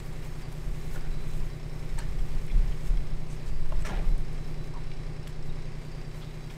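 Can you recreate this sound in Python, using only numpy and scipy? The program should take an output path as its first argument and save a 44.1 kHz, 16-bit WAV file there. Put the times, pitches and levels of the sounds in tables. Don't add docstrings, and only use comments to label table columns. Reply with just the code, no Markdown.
import sys
import numpy as np
from scipy import signal
from scipy.fft import rfft, irfft, next_fast_len
from scipy.io import wavfile
from scipy.ndimage import map_coordinates

SR = 44100
rng = np.random.default_rng(int(sys.argv[2]) if len(sys.argv) > 2 else 0)


def transcribe(signal):
    frames = np.atleast_2d(signal).T
    limited = np.clip(frames, -1, 1)
    pcm = np.round(limited * 32767).astype(np.int16)
    wavfile.write(sys.argv[1], SR, pcm)


def linear_from_db(decibels):
    return 10 ** (np.asarray(decibels, float) / 20)


N = 289721


def unit(x):
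    return x / np.sqrt(np.mean(x ** 2) + 1e-20)


def along(points, hz):
    f, v = np.transpose(points)
    return np.interp(np.log(hz + 1), np.log(f + 1), v)


def curves(rows):
    s, *cols = np.transpose(rows)
    return [np.interp(np.arange(N) / SR, s, c) for c in cols]


def during(rows):
    t = np.arange(N) / SR
    return (t > rows[0][0]) & (t < rows[-1][0])


def wobble(rate):
    knots = rng.standard_normal(int(N * rate / SR) + 4)
    return map_coordinates(knots, [np.arange(N) * rate / SR])


def swells(rows):
    out = np.zeros(N)
    for s, db, half in rows:
        first = max(round((s - 3 * half) * SR), 0)
        last = min(round((s + 3 * half) * SR), N)
        near = np.arange(first, last)
        out[near] += linear_from_db(db) * np.exp(-((near / SR - s) / half) ** 2)
    return out


def filtered(x, response):
    m = next_fast_len(N + SR)
    return irfft(rfft(x, m) * response(np.fft.rfftfreq(m, 1 / SR)), m)[:N]


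def bandpassed(x, low_hz, high_hz):
    return signal.lfilter(*signal.butter(2, [low_hz, high_hz], "band", fs=SR), x)


def resonant(x, modes):
    def peaks(f):
        total = 0
        for k, (hz, width, db) in enumerate(modes):
            total = total + (-1) ** k * linear_from_db(db) * 1j * f * width / (hz * hz - f * f + 1j * f * width)
        return total
    return unit(filtered(x, peaks))


def narrow(x, hz, width):
    return unit(filtered(x, lambda f: (1j * f * width / (hz * hz - f * f + 1j * f * width)) ** 2))


def strength(swing):
    return np.abs(signal.hilbert(swing, next_fast_len(N))[:N])


def even(swing, slack):
    return unit(swing / (strength(swing) + slack))


def crackle(rate, spread_db):
    grains = (rng.random(N) < rate / SR) * linear_from_db(spread_db * rng.exponential(size=N))
    return rng.standard_normal(N) * (1 + np.convolve(grains, np.hanning(64), "same"))


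def strokes(rows):
    out = np.zeros(N + SR)
    for s, length, db, hz, width in rows:
        u = np.arange(round(length * SR)) / (length * SR)
        bumps_db = 2.8 * np.repeat(rng.standard_normal(SR // 8), 90)[:SR // 8]
        grit = rng.standard_normal(SR // 8) * linear_from_db(bumps_db)
        grit = bandpassed(grit, max(hz - width / 2, 300), min(hz + width / 2, 15000))[:len(u)]
        out[round(s * SR):][:len(u)] += linear_from_db(db) * unit(grit) * np.sin(np.pi * u ** 0.66)
    return out[:N]


def struck(blow, modes):
    out, t = np.zeros(N + SR), np.arange(SR // 6) / SR
    waver = 0.048 * np.cumsum(rng.standard_normal((len(modes), len(t))), axis=1)
    ring = 0
    for (hz, db, t60), drift in zip(modes, waver):
        ring = ring + linear_from_db(db - 60 * t / t60) * np.sin(2 * np.pi * hz * t + drift)
    out[round(blow[0] * SR):][:len(t)] = linear_from_db(blow[1]) * (1 - np.exp(-t / 0.002)) * ring
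    return out[:N]


def shed(x):
    # pitch_hz, t60_s
    echo_s = [(150, 0.52), (1000, 0.58), (4000, 0.24), (12000, 0.11)]
    hz, t, z = signal.stft(rng.standard_normal(SR * 3 // 4), SR, nperseg=256)
    tail = signal.istft(z * linear_from_db(-60 * t / along(echo_s, hz)[:, None]), SR, nperseg=256)[1]
    return signal.fftconvolve(np.pad(x, (500, 0)), tail / np.linalg.norm(tail))[:N]


def straw():
    # start_s, stir_db
    stir = [(0, -68.5), (.41, -66.5), (.45, -76), (.5, -68), (.9, -63), (1.03, -68.5), (1.18, -70),
            (1.35, -62.5), (1.64, -73), (1.72, -69), (2.45, -66.5), (2.56, -68.5), (2.85, -66.5),
            (3.05, -72), (4.05, -71.5), (4.66, -76.5), (5.07, -87), (5.7, -86), (6.16, -72.5), (6.57, -72)]
    # start_s, fine_db, half_length_s, stalks_over_fine_db
    rustles = [(0.0, -69, 0.0088, 15), (0.064, -66, 0.027, -9), (0.133, -69, .006, 4),
               (0.253, -66, 0.019, 5), (.42, -70, 0.011, 9), (0.53, -69, 0.012, -8), (0.955, -63, 0.03, 3),
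               (1.991, -63, 0.0071, 18), (2.87, -66, 0.027, 2), (3.33, -73.5, 0.028, 13),
               (3.48, -73, 0.017, 12), (3.813, -72, 0.0098, 17), (3.866, -66.5, 0.011, 21),
               (4.073, -74, .04, -5), (4.203, -73, 0.012, 7), (4.333, -82, 0.011, -3), (4.49, -72, .04, -5),
               (4.662, -72, .025, 1), (5.296, -70, 0.02, 8), (5.468, -68, 0.024, 5), (5.84, -75, 0.066, 7),
               (6.182, -69, 0.033, 3), (6.537, -72, .03, 5)]
    # pitch_hz, level_db (per Hz)
    wool = [(3000, -10), (7000, 2.5), (10500, 2.5), (14000, 5), (16000, -1.5)]
    # pitch_hz, level_db (per Hz)
    stalks = [(900, 1.5), (2200, 4), (5000, -6.5), (8000, 0), (10000, -9), (13000, -16), (16000, -30)]
    stir_db, = curves(stir)
    fine = linear_from_db(stir_db) + swells([row[:3] for row in rustles])
    coarse = linear_from_db(-64.5 + stir_db + 70.5)
    coarse = coarse + swells([(s, db + over, half) for s, db, half, over in rustles])
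    out = 0
    for gain, colour in zip((fine, coarse), (wool, stalks)):
        rustle = filtered(crackle(120, spread_db=1.0), lambda hz: linear_from_db(along(colour, hz)) * (hz > 500))
        out = out + gain * linear_from_db(0.75 * wobble(30)) * unit(rustle)
    return out


def brushes():
    # start_s, length_s, level_db (rms), centre_hz, width_hz
    passes = [(.225, .05, -64, 3000, 3000), (0.942, 0.086, -59, 2000, 3000), (.945, 0.05, -47.5, 600, 600),
              (1.044, .04, -54, 1200, 1600), (1.979, 0.056, -49, 600, 600), (2.717, .025, -58, 2700, 1400),
              (3.884, 0.018, -55, 6500, 4000), (5.2722, .006, -51, 2200, 2800),
              (4.915, .007, -57, 2600, 1600), (1.972, 0.1, -53, 2510, 4260),
              (2.466, 0.077, -61, 2500, 1500), (2.842, 0.069, -63, 6500, 4000),
              (3.296, 0.06, -64, 7300, 2600), (3.467, 0.037, -58, 3470, 4970),
              (5.278, 0.031, -67, 3000, 4000), (6.199, 0.12, -60, 3600, 2000),
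              (6.495, .04, -53.5, 2400, 2500)]
    return strokes(passes)


def scuffs():
    # start_s, length_s, level_db (rms), centre_hz, width_hz
    scrapes = [(0.0005, .008, -56, 3800, 1600), (1.973, .006, -55, 6200, 1500),
               (1.985, .011, -46, 1750, 600), (1.995, .012, -53, 4400, 500), (2.025, .009, -58, 5400, 900),
               (2.476, .02, -59, 2100, 400), (2.718, .018, -51, 2250, 600), (3.28, .068, -64, 8300, 900),
               (3.298, .04, -63, 6300, 700), (3.324, .012, -59, 3000, 2000),
               (3.329, .014, -68, 10400, 1200), (3.478, .012, -60, 3500, 1200),
               (3.478, .015, -63, 7800, 1800), (3.883, .014, -57, 6600, 800),
               (3.895, .055, -50, 1900, 1300), (3.945, .05, -56, 2500, 1800),
               (3.985, .026, -56, 2300, 1100), (6.215, .025, -60, 3200, 900), (6.213, .028, -64, 4900, 900),
               (6.255, .09, -65, 3720, 250), (6.498, .012, -57, 3000, 1000)]
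    return strokes(scrapes)


def squeak():
    # start_s, pitch_hz, level_db (rms)
    slip = [
        (4.734, 930, -70),
        (4.74, 940, -54),
        (4.747, 1150, -56),
        (4.756, 1070, -52),
        (4.765, 965, -46),
        (4.772, 945, -48),
        (4.784, 940, -52),
        (4.794, 930, -66),
    ]
    hz, db = curves(slip)
    turn = 2 * np.pi * np.cumsum(hz) / SR
    tone = np.sin(turn + .5 * wobble(200))
    tone = tone + 0.33 * np.sin(1.2 * turn + wobble(300))
    tone = tone + 0.27 * np.sin(.8 * turn + wobble(270))
    return during(slip) * np.sqrt(2) * linear_from_db(db + 1.1 * wobble(150)) * tone


def contacts():
    # start_s, peak_db, main_ring_hz, second_ring_hz, crack_db
    dull = [(0.946, -41, 900, 1640, -7), (0.959, -38, 1450, 1690, -6), (1.047, -46, 1550, 1780, -8),
            (1.978, -40, 1750, 2180, -11), (1.986, -42, 930, 1680, 1), (2.002, -44, 1450, 4300, 0),
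            (2.027, -44, 1530, 1780, -8), (2.191, -45, 2130, 3300, -3), (6.228, -43.5, 1360, 3250, -3)]
    # start_s, peak_db, main_ring_hz, second_ring_hz
    pins = [(.238, -48, 2370, 2880), (1.8964, -45, 2280, 3770), (2.4694, -48, 2090, 2150),
            (2.4994, -41, 2410, 2250), (2.5144, -43, 2300, 3360), (2.7215, -41, 2250, 3150),
            (2.9731, -42, 2170, 3330), (4.9157, -38, 2300, 2850), (6.2194, -48, 3500, 3360),
            (6.4991, -45, 3260, 2240)]
    # start_s, peak_db, main_ring_hz, second_ring_hz, crack_db
    snaps = [(.5252, -47, 9000, 7500, 3), (.9574, -43, 7880, 5000, 0), (1.9872, -35, 8000, 4270, -5),
             (3.2994, -50, 6430, 8200, -6), (3.3294, -48, 8380, 6300, -5), (3.8222, -38, 7850, 2860, -9),
             (4.1784, -47, 8420, 9500, 0), (4.3294, -53, 11000, 8040, 3), (5.2762, -42, 7860, 3330, 1)]
    rows = [(*r, 0.052) for r in dull] + [(*r, -10, .04) for r in pins] + [(*r, 0.021) for r in snaps]
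    out, t = np.zeros(N + SR), np.arange(SR // 8) / SR
    for s, db, main_hz, second_hz, crack_db, t60 in rows:
        waver = np.cumsum(rng.standard_normal((2, len(t))), axis=1) * 0.035
        ring = np.sin(2 * np.pi * main_hz * t + waver[0])
        ring = ring + 0.81 * np.sin(2 * np.pi * second_hz * t + waver[1])
        low_hz = min(main_hz, second_hz) * .4
        high_hz = min(max(main_hz, second_hz) * 1.4, 15000)
        crack = linear_from_db(crack_db) * unit(bandpassed(rng.standard_normal(len(t)), low_hz, high_hz))
        fade = linear_from_db(db - 4.5 - 60 * t / t60) * (1 - np.exp(-t / .0005))
        out[round(s * SR):][:len(t)] += fade * (ring + crack)
    return out[:N]


def tap():
    # start_s, peak_db
    blow = (3.7203, -35)
    # pitch_hz, level_db, t60_s
    tub = [(175, 0, 0.069), (616, 6.5, 0.04), (900, 2.5, 0.043), (1045, 6, 0.029), (1400, -2, 0.032),
           (1870, -6, .03), (2800, -5, 0.024)]
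    return struck(blow, tub)


def rebounds():
    # start_s, level_db (rms), half_length_s, pitch_hz
    parts = [(3.864, -44, 0.014, 603), (3.857, -43.5, 0.0086, 1340), (3.872, -50, .012, 1720),
             (3.89, -57, .02, 2180), (3.89, -53, 0.011, 690), (3.908, -48, .012, 1004),
             (3.905, -51, .01, 1360), (3.925, -47, 0.015, 545), (3.932, -47, 0.016, 770),
             (3.94, -49, 0.013, 1400), (3.945, -51, .012, 370), (3.984, -47, 0.018, 425),
             (3.992, -60, .016, 2200), (3.995, -52, .014, 770), (4.035, -53, .012, 1160),
             (1.984, -43.5, .004, 920), (1.991, -45, 0.0035, 1790), (1.99, -44, .003, 8200),
             (1.997, -52, .004, 4350), (2.022, -47, .004, 1780), (2.004, -50, .005, 1600),
             (.963, -48.5, .006, 1450), (2.506, -55, .007, 2100), (2.724, -58, 0.006, 3200),
             (2.509, -57, .008, 2400), (2.515, -55.5, 0.0066, 3400), (2.98, -63, .005, 2000),
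             (4.918, -50.5, 0.003, 2300), (4.739, -53, .004, 930), (5.5, -55, .006, 3760),
             (3.857, -50, .005, 5700), (3.856, -53, .007, 2800), (3.92, -52, .014, 1650),
             (1.98, -50, .003, 2120), (.324, -61, .022, 1000), (0.41, -63, .025, 1010),
             (.519, -63, .018, 990), (5.277, -56, .006, 3330)]
    out, t = np.zeros(N + SR), np.arange(-SR // 16, SR // 16) / SR
    for s, db, half, hz in parts:
        waver = .045 * np.cumsum(rng.standard_normal(len(t)))
        swell = np.sqrt(2) * linear_from_db(db) * np.exp(-(t / half) ** 2)
        out[round(s * SR) - SR // 16:][:len(t)] += swell * np.sin(2 * np.pi * hz * t + waver)
    return out[:N]


def clicks():
    # start_s, peak_db, lowest_hz, highest_hz
    taps = [(.134, -48, 6000, 11000), (1.9925, -38, 400, 2500), (2.262, -46, 7000, 10000),
            (2.467, -42, 8500, 12000), (3.7222, -35, 500, 3200), (3.8235, -43, 6300, 8800),
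            (3.8435, -40, 700, 3000), (3.852, -36, 3500, 8500), (1.988, -39, 6500, 11000),
            (3.895, -40, 2000, 9000), (4.9163, -36, 1900, 4200), (5.273, -31, 700, 3800),
            (5.2737, -50, 6000, 12000), (5.277, -35, 6000, 14000), (6.247, -40, 3300, 5600)]
    out = np.zeros(N + SR)
    for s, db, low_hz, high_hz in taps:
        click = bandpassed(np.arange(SR // 100) == 0, low_hz, high_hz)
        out[round(s * SR):][:len(click)] += linear_from_db(db) * click / np.abs(click).max()
    return out[:N]


def hurdle():
    # level_db, attack_s, hold_s, sag in the hold (dB/s), fall after it (dB/s)
    shakes = [
        (-36.5, 0.031, 0.072, 10, 72),
        (-43, 0.0034, 0.14, 49, 150),
        (-48.5, 0.0045, 0.061, 130, 500),
    ]
    # pitch_hz, width_hz, level_db
    boards = [(175.7, 12.5, 11.5), (414, 57, -3.5), (570, 146, -5), (810, 240, -8)]
    bars = [(990, 300, -1.5), (1360, 270, 0.5), (1750, 480, 1), (2400, 770, -1.5), (3300, 1080, -6.5)]
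    rattle = [(4260, 900, -3), (5600, 900, 4), (6960, 1900, -0.5), (8900, 2200, -8)]
    # start_s, peak_db
    blow = (3.847, -37)
    # pitch_hz, level_db, t60_s
    plank = [(590, 1.5, 0.09), (1345, -4, 0.047), (1750, -5, 0.12), (2360, -9, 0.068), (5700, -22, 0.035)]
    t = np.maximum(np.arange(N) / SR - 3.846, 0)
    out = 0
    for (db, attack, hold, sag, fall), modes in zip(shakes, (boards, bars, rattle)):
        level_db = db - sag * np.minimum(t, hold) - fall * np.maximum(t - hold, 0)
        rise = 1 - np.exp(-(t / attack) ** 2)
        out = out + linear_from_db(level_db) * rise * resonant(crackle(500, spread_db=.3), modes)
    return out + struck(blow, plank)


def rail():
    # pitch_hz, width_hz
    modes = [
        (12.5, 8.3),
        (31, 11.1),
        (58, 20.3),
        (102, 34),
        (181, 15),
    ]
    # level_db (near a lean of -30 dB), gain per dB of lean, unsteadiness_db,
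    # jolt_db, gain per dB of hardness
    answer = [
        (-30, 0.87, 2.5, -13, -1.1),
        (-48, 0.57, 4.5, -1.5, 0),
        (-52, 0.5, 0, -19.5, 0.71),
        (-69, 0.8, 2, -26, 0.4),
        (-62.5, 0.3, 3, -34, 0.67),
    ]
    # start_s, sway_db
    lean = [(0, -29.5), (.5, -40.5), (.95, -31), (1.15, -25.5), (1.42, -22.5), (1.55, -42), (1.9, -30),
            (2.42, -21.5), (2.75, -30), (3.0, -23), (3.4, -32), (3.55, -19.5), (3.78, -18.5), (3.93, -36),
            (4.25, -25.5), (4.8, -35.5), (5.4, -29.5), (6.57, -47)]
    # start_s, level_db, half_length_s, hardness_db
    jolts = [(0.693, -26, 0.052, -1), (0.905, -43, 0.058, 13), (1.124, -33, 0.037, -4),
             (1.422, -38, 0.043, 2), (1.7, -33.5, 0.064, 2), (1.973, -32, 0.056, 8),
             (2.096, -34, 0.033, 19), (2.205, -23.5, 0.041, -4), (2.376, -32.5, 0.037, 13),
             (2.58, -17, 0.049, 4.5), (2.698, -26, 0.028, 8), (2.923, -20.5, 0.051, -7),
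             (3.003, -31, .03, 13), (3.16, -31.5, 0.063, 0), (3.513, -32, 0.053, 13),
             (3.773, -27, 0.059, 6), (3.985, -26, 0.056, 8), (4.093, -20, 0.058, -3),
             (4.165, -33, 0.06, -10), (4.417, -38, 0.035, -9), (4.865, -49, 0.13, -13),
             (5.512, -53, 0.045, 8)]
    lean_db, = curves(lean)
    out = 0
    for (db, grow, uneven_db, jolt_db, hard), (hz, width) in zip(answer, modes):
        swing = narrow(rng.standard_normal(N), hz, width)
        push = linear_from_db(db + grow * (lean_db + 29) + uneven_db * wobble(6.4))
        push = push + swells([(s, level + jolt_db + hard * edge, half) for s, level, half, edge in jolts])
        pushed = push * even(swing, slack=0.091)
        out = out + filtered(pushed, lambda f: 1 / np.sqrt(1 + ((f - hz) / (1.05 * width)) ** 6))
    return out


def valve_ticks(turns):
    valves = [
        (0.275, 1),
        (0.612, -0.5),
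        (0.94, -6.5),
    ]
    ticks = sum(linear_from_db(db) * np.exp(-((turns - place) % 1) / 0.069) for place, db in valves)
    return ticks * linear_from_db(.8 * wobble(25))


def engine_hum(turns, cycle_hz):
    # multiple of the cycle, level_db (rms)
    clear = [(3, -36), (8, -58), (9, -58), (11, -56), (12, -48), (13, -62), (14, -55), (15, -44), (16, -57),
             (21, -62), (23, -64), (24, -68), (25, -63), (26, -68), (28, -62), (33, -62), (34, -67),
             (35, -66), (36, -58), (38, -66), (39, -63), (40, -68), (41, -63), (44, -67), (45, -69),
             (51, -64), (63, -67), (75, -69), (111, -71), (120, -74)]
    # pitch_hz, level_db (rms)
    weak = [(40, -74), (65, -95), (100, -99), (200, -75), (450, -74.5), (800, -83), (1400, -97)]
    # pitch_hz, lag_s
    lag = [(30, .094), (170, .094), (330, .108), (380, .108), (395, .151), (450, .151)]
    order = np.arange(3, 131)
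    hz = order * cycle_hz
    level_db = along(weak, hz) + 3 * rng.standard_normal(len(order))
    for k, db in clear + [(3, -40.0), (6, -53.0), (17, -79), (18, -69.5), (57, -68), (58, -72.0)]:
        level_db[int(k) - 3] = db
    spread = along([(170, .2), (200, 5), (310, 5), (330, .2), (430, .3), (480, 6)], hz)
    scatter = spread * rng.standard_normal(len(order))
    phase = -2 * np.pi * cycle_hz * np.cumsum(along(lag, hz)) + scatter
    cycle = np.arange(1024) / 1024
    waves = np.cos(2 * np.pi * np.outer(order, cycle) + phase[:, None])
    shape = (np.sqrt(2) * linear_from_db(level_db)) @ waves
    hum = map_coordinates(shape, [turns % 1 * 1024], mode="grid-wrap")
    return hum * linear_from_db(0.54 * wobble(6.01))


def engine_roar(ticks):
    # pitch_hz, level_db (per Hz)
    colour = [(41, -47), (75, -8.5), (151, -4.5), (207, -12.5), (298, -15.5), (365, -16), (703, -20.5),
              (753, -19), (900, -21), (1000, -20), (1330, -24), (2130, -21), (2990, -28), (5270, -31),
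              (5900, -36.5), (7910, -37), (15600, -53.5)]
    throb = rng.standard_normal(N) * (1 + .5 * ticks)
    roar = unit(filtered(throb, lambda hz: linear_from_db(along(colour, hz)) * (hz > 40)))
    return linear_from_db(-49.0 + 0.35 * wobble(3.57) + 0.62 * wobble(14)) * roar


def panels(ticks):
    # pitch_hz, width_hz, level_db (rms), strike over rasp (ratio)
    plates = [
        (5330, 330, -69.5, 11),
        (5940, 48, -82, 0),
        (8030, 1100, -76.5, 0),
    ]
    strikes = np.maximum(np.diff(ticks, prepend=0) - .05, 0)
    out = 0
    for hz, width, db, strike in plates:
        rasp = rng.standard_normal(N) * (0.15 + ticks)
        out = out + linear_from_db(db + .7 * wobble(2.96)) * narrow(rasp + strike * strikes, hz, width)
    return out


def covers(ticks):
    # pitch_hz, width_hz
    sheets = [
        (3963, 33),
        (4716, 32),
        (6433, 27),
    ]
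    usual_db = [-74.5, -75, -78]
    # start_s, level_db, half_length_s
    loud_fits = [
        [(0.833, -66, 0.027), (1.132, -68.0, 0.021), (1.2, -72, 0.2), (1.202, -70.0, 0.031),
         (1.327, -67.0, 0.031), (1.532, -63, 0.025), (3.02, -71, 0.06), (3.63, -71, 0.05),
         (3.697, -70.0, 0.024), (4.056, -70.0, 0.014), (4.116, -65, 0.03), (4.225, -66, 0.016),
         (4.285, -69.0, 0.022), (4.46, -70.0, 0.027), (4.62, -69.0, 0.036), (4.7, -72.5, 0.35),
         (4.999, -70.0, 0.029), (5.488, -70.0, 0.027), (5.647, -70.0, 0.041), (6.166, -67, 0.025),
         (6.4, -69.5, 0.12)],
        [(0.434, -63, 0.031), (2.95, -72, 0.05), (3.093, -71.0, 0.017), (3.148, -69, 0.02),
         (3.417, -69.0, 0.016), (3.477, -67.0, 0.069), (3.58, -72, 0.05), (3.776, -71.0, 0.032),
         (4.565, -70.0, 0.046), (4.854, -70.0, 0.018), (4.969, -71.0, 0.022), (5.068, -72.0, 0.017),
         (5.672, -66, 0.026), (5.867, -71.0, 0.033), (5.927, -68.0, 0.022), (6.0, -68.5, 0.13),
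         (6.036, -65, 0.052), (6.45, -68, 0.043)],
        [(0.314, -69, 0.051), (0.783, -75.5, 0.048), (1.322, -74.0, 0.016), (1.452, -73.0, 0.023),
         (1.616, -74, 0.018), (1.806, -72, 0.017), (2.405, -70, 0.053), (2.878, -75.0, 0.024),
         (3.37, -75, 0.04), (5.682, -75.0, 0.056), (6.43, -72, 0.023), (6.52, -76, 0.03)],
    ]
    out = 0
    for db, fits, (hz, width) in zip(usual_db, loud_fits, sheets):
        gain = np.hypot(linear_from_db(db + 2.5 * wobble(18)), swells(fits))
        buzz = narrow(rng.standard_normal(N) * (0.28 + ticks), hz, width)
        out = out + gain * even(buzz, slack=1.0)
    return out


def engine():
    cycle_hz = 10.189
    turns = cycle_hz * np.arange(N) / SR + 0.0028 * wobble(1.201)
    ticks = valve_ticks(turns)
    return engine_hum(turns, cycle_hz) + engine_roar(ticks) + panels(ticks) + covers(ticks)


def scene():
    near = contacts() + brushes() + tap()
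    mix = near + linear_from_db(-14.5) * shed(near)
    mix = mix + straw() + scuffs() + squeak() + rebounds() + clicks()
    mix = mix + hurdle() + rail() + engine()
    return mix[None]


def low_pass(x):
    return signal.sosfilt(signal.butter(12, 15750, fs=SR, output="sos"), x)


def record(dry):
    kept = filtered(dry[0], lambda hz: hz < 15700)
    return low_pass(kept[None])


dry = scene()
out = record(dry)
transcribe(out)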